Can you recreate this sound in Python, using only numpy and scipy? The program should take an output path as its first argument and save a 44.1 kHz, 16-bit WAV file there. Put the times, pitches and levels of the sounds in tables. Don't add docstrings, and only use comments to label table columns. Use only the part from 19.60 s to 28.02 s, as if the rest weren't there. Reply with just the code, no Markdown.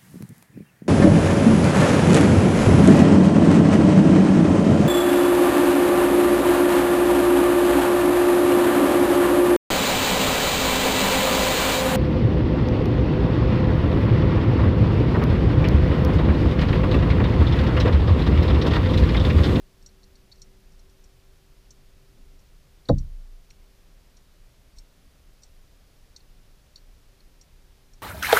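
import sys
import numpy as np
from scipy import signal
from scipy.fft import rfft, irfft
from scipy.io import wavfile

SR = 44100
rng = np.random.default_rng(int(sys.argv[2]) if len(sys.argv) > 2 else 0)


def to_wav(sig):
    pcm = np.clip(np.atleast_2d(sig), -1, 1) * 32767
    pcm = np.round(pcm).astype(np.int16)
    wavfile.write(sys.argv[1], SR, pcm.T)


N = 371322
TIME = np.arange(N) / SR
FREQ = np.maximum(np.fft.rfftfreq(N, 1 / SR), 1)
KNOCK_S = 3.2878


def undb(db):
    return 10 ** (np.asarray(db) / 20)


def add(out, start_s, sound):
    i = int(start_s * SR)
    out[i:i + len(sound)] += sound[:N - i]


def noise(gain):
    shaped = irfft(rfft(rng.standard_normal(N)) * gain, N)
    return shaped / np.sqrt(np.mean(shaped ** 2) + 1e-30)


def resonance(hz, width_hz):
    return 1 / (1 + ((FREQ ** 2 - hz ** 2) / (FREQ * width_hz)) ** 2)


def swell_at(middle_s, half_s):
    return np.exp(-((TIME - middle_s) / half_s) ** 2)


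def ring(t, hz, t60):
    return np.sin(2 * np.pi * hz * t) * np.exp(-np.log(1000) * t / t60)


def mode_responses(t, modes):
    return np.array([(-1) ** k * undb(db) * ring(t, hz, t60) for k, (hz, db, t60) in enumerate(modes)])


def microphone_hiss(hiss_db=-59, whistle_db=-83):
    # frequency_hz, gain_db
    spectrum = [(20, -7.5), (45, -5), (75, -10.5), (120, -14), (200, -18), (350, -22.5), (560, -22.5),
                (850, -28), (2000, -30), (5000, -31.5), (8500, -38), (11000, -39), (13000, -38),
                (15000, -40.5)]
    hz, db = np.transpose(spectrum)
    hiss = noise(undb(np.interp(np.log(FREQ), np.log(hz), db)))
    return undb(hiss_db) * hiss + undb(whistle_db) * noise(resonance(hz=9855, width_hz=510))


def low_tones(width_hz=8):
    # middle_s, half_length_s, pitch_hz, peak_db
    tones = [(.55, 0.7, 201.7, -69), (2.45, 0.8, 137.1, -67.5)]
    return sum(undb(db) * swell_at(s, half_s) * noise(resonance(hz, width_hz))
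               for s, half_s, hz, db in tones)


def motor_hum(waver_db=1.5):
    # time_s, pitch_hz, level_db
    course = [(0, 380.3, -69), (1.3, 382, -68.5), (3.0, 388.2, -73.5), (5.6, 389.8, -82),
              (8.42, 383.4, -75.5)]
    # pitch_hz, width_hz, level_db
    drones = [(60.3, 5, -72), (73.3, 6.7, -70), (120, 7.9, -72.5), (280, 9, -80.5)]
    time_s, pitch_hz, level_db = np.transpose(course)
    waver = noise(1 / (1 + (FREQ / 4) ** 4))
    amplitude = np.sqrt(2) * undb(np.interp(TIME, time_s, level_db) + waver_db * waver)
    note = amplitude * np.sin(2 * np.pi * np.cumsum(np.interp(TIME, time_s, pitch_hz)) / SR)
    return note + sum(undb(db) * noise(resonance(hz, width)) for hz, width, db in drones)


def water(stir_db=-53.5, wander_db=0.5, wash_hz=158.6, wash_db=-73.5, swish_db=-60):
    # middle_s, half_length_s, peak_db
    surges = [(1.194, .13, -58), (2.037, 0.085, -54), (2.645, 0.1, -55), (5.168, 0.045, -49)]
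    stirring = undb(stir_db + wander_db * noise(1 / (1 + (FREQ / 2) ** 4)))
    surging = sum(undb(db) * swell_at(s, half_s) for s, half_s, db in surges)
    wash = np.sqrt(2) * noise(1 / (1 + (FREQ / 35) ** 2)) * np.sin(2 * np.pi * wash_hz * TIME)
    swish = swell_at(middle_s=2.59, half_s=0.053) * noise(resonance(hz=180, width_hz=160))
    rumble = (stirring + surging) * noise(resonance(hz=26.5, width_hz=16))
    return rumble + undb(wash_db) * wash + undb(swish_db) * swish


def bubble_pop():
    # start_s, pitch_hz, level_db, t60_s
    bubbles = [(3.909, 2430, -30.5, 0.0026)]
    out, t = np.zeros(N), TIME[:SR // 20]
    for start_s, hz, db, t60 in bubbles:
        onset = 1 - np.exp(-t * hz)
        add(out, start_s, undb(db) * ring(t, hz, t60) * onset)
    return out


def scrape_touches(count=4, level_db=-66.5, pitch_hz=5200):
    # start_s, end_s
    scrapes = [(.205, 0.29), (.735, .815), (5.16, 5.18), (5.815, 5.865)]
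    touches = []
    for start_s, end_s in scrapes:
        for k, (when, size, pitch) in enumerate(rng.uniform(-1.2, 1, (count, 3))):
            touch_s = start_s + (end_s - start_s) * (k + (1 + when) / 2) / count
            touches.append((touch_s, level_db + 3 * size, pitch_hz * 2 ** (.2 * pitch)))
    return touches


def lure_ticks(chatter_s=0.0027, rustle_s=0.014, scatter_db=1.0, fall_db_per_octave=31, edge_hz=3500):
    # start_s, level_db, pitch_hz
    ticks = [(0.2608, -48.5, 5500), (0.4302, -59.5, 4600), (0.438, -59, 4890), (0.554, -57.5, 4770),
             (0.715, -54, 3900), (0.7205, -51, 4360), (0.817, -47, 5400), (1.1195, -69, 5800),
             (1.1915, -60.5, 5200), (1.296, -64.5, 5400), (1.44, -60, 6000), (2.106, -52.5, 5650),
             (2.791, -67, 5860), (3.254, -59.5, 4360), (3.2874, -33, 3840), (3.382, -48.5, 5180),
             (3.903, -53, 5070), (4.568, -58.5, 5340), (5.184, -48, 5140), (5.8328, -50.5, 5280),
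             (6.562, -45, 4780), (6.6034, -64, 4400), (7.158, -45.5, 4550), (7.1768, -61, 4500),
             (7.603, -62, 4400), (7.8115, -53.5, 5530), (8.334, -59.5, 5650)]
    # frequency_hz, gain_db, t60_s
    case_modes = [(3790, -0.5, 0.014), (3900, -5, 0.013), (4116, -4, 0.02198), (4270, 1.5, 0.011),
                  (4487, -3.5, 0.033), (4597, -8, .014), (5255, -4, 0.034), (5515, -3, .05),
                  (5706, 1, 0.0562), (6060, -8, .045), (6120, -4.5, .04), (6534, -2, .035), (6580, 0, .035),
                  (6630, -1.5, 0.06), (7030, -3, 0.064), (7530, -1, .035), (7650, -1.5, .055),
                  (8010, -8, 0.037), (8300, -4.5, 0.055), (8420, -10, .045), (8985, -11, .03),
                  (11690, -16, .045), (12770, -12.5, .035)]
    # frequency_hz, gain_db
    groups = [(3840, -3), (4360, 0), (5750, 0), (7400, 4.5)]
    splits = [4000, 5000, 6400]
    out, t = np.zeros(N), TIME[:int(.12 * SR)]
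    attack_samples = int(.012 * SR)
    group_of_mode = np.searchsorted(splits, [hz for hz, _, _ in case_modes])
    responses = mode_responses(t, case_modes)
    chatter = 0.18 * np.exp(-t / chatter_s) + 0.028 * np.exp(-t / rustle_s)
    for start_s, level_db, pitch_hz in ticks + scrape_touches():
        force = rng.standard_normal(len(t)) * chatter
        force[0] += 2
        coupling = undb(scatter_db * rng.standard_normal((len(case_modes), 1)))
        ringing = signal.fftconvolve(responses * coupling, force[None], axes=1)[:, :len(t)]
        for k, (group_hz, group_db) in enumerate(groups):
            attack_db = level_db + group_db - fall_db_per_octave * abs(np.log2(group_hz / pitch_hz))
            band = ringing[group_of_mode == k].sum(0)
            add(out, start_s, undb(attack_db) * band / np.std(band[:attack_samples]))
    return signal.sosfilt(signal.butter(8, edge_hz, "high", fs=SR, output="sos"), out)


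def floor_crack(level_db=-47, decay_s=.006, corner_hz=2500):
    out, t = np.zeros(N), TIME[:SR // 10]
    snap = noise(1 / np.sqrt(1 + (FREQ / corner_hz) ** 2))[:len(t)]
    add(out, KNOCK_S, undb(level_db) * np.exp(-t / decay_s) * snap)
    return out


def wall_shudder(centre_hz=300, centre_db=-29.5, centre_t60_s=0.21, centre_rise_s=0.011):
    out, t = np.zeros(N), TIME[:SR]
    for band_hz in 75 * 2 ** np.arange(0, 5.1, .5):
        octaves = np.log2(band_hz / centre_hz)
        stretch = 2 ** (-0.72 * octaves)
        modes_hz = band_hz * 2 ** (rng.uniform(-.5, 0.46, size=6) / 2)
        crowd = sum(rng.choice([-1, 1]) * ring(t, hz, centre_t60_s * stretch) for hz in modes_hz)
        rise = 1 - np.exp(-(t / (centre_rise_s * stretch)) ** 2)
        add(out, KNOCK_S, undb(centre_db - 10.5 * abs(octaves)) * rise * crowd)
    return out


def floor_knock(gain_db=-15.5, front_hz=1171, contact_hz=2050, swell_s=0.026, swell_hz=34):
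    # frequency_hz, gain_db, t60_s
    tank_modes = [(28.44, -11, 1.22), (34.6, -12, 0.66), (56.6, -4, 0.45), (71.9, -8.5, 0.5),
                  (83.3, -9.5, 0.38), (99.5, -9.5, 0.21), (129.7, -3.5, .3), (161, -8, 0.28),
                  (192.7, -1.5, .22), (237, -15.5, .13), (277, 1, .16), (333.7, -12, 0.11), (382, -12, .08),
                  (493.4, 0, 0.087), (564.4, -3, 0.077), (680, -7, .07), (738, -10, 0.064),
                  (816, -13, 0.069), (1050, -14.5, .042), (1167, -23, .04), (1256, -15, 0.0253),
                  (1530, -19, 0.03), (1835, -22, 0.035), (2150, -36.5, 0.018)]
    # lag_s, slow_wave_extra_s, gain_db
    paths = [(0.0014, 0.00012, -9), (0.0053, 0.00241, -8.5), (0.0011, 0.0085, 2.5), (0.0046, 0.0141, -9)]
    boom = np.zeros(N)
    add(boom, KNOCK_S, mode_responses(TIME[:2 * SR], tank_modes).sum(0))
    slowness = 1 / (1 + (FREQ / front_hz) ** 3)
    wobble_delay_s = swell_s / (1 + (FREQ / swell_hz) ** 2)
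    transfer = 0
    for lag_s, extra_s, path_db in paths:
        group_delay_s = lag_s + extra_s * slowness + wobble_delay_s
        transfer += undb(path_db) * np.exp(-2j * np.pi * np.cumsum(group_delay_s) * SR / N)
    soft_contact = 1 / np.sqrt(1 + (FREQ / contact_hz) ** 12)
    return undb(gain_db) * irfft(rfft(boom) * soft_contact * transfer, N)


def scene():
    lure = lure_ticks() + floor_knock() + wall_shudder() + floor_crack()
    return (lure + bubble_pop() + motor_hum() + low_tones() + water() + microphone_hiss())[None]


def record(dry):
    return signal.sosfilt(signal.ellip(10, .2, 70, 15300, fs=SR, output="sos"), dry)


dry = scene()
out = record(dry)
to_wav(out)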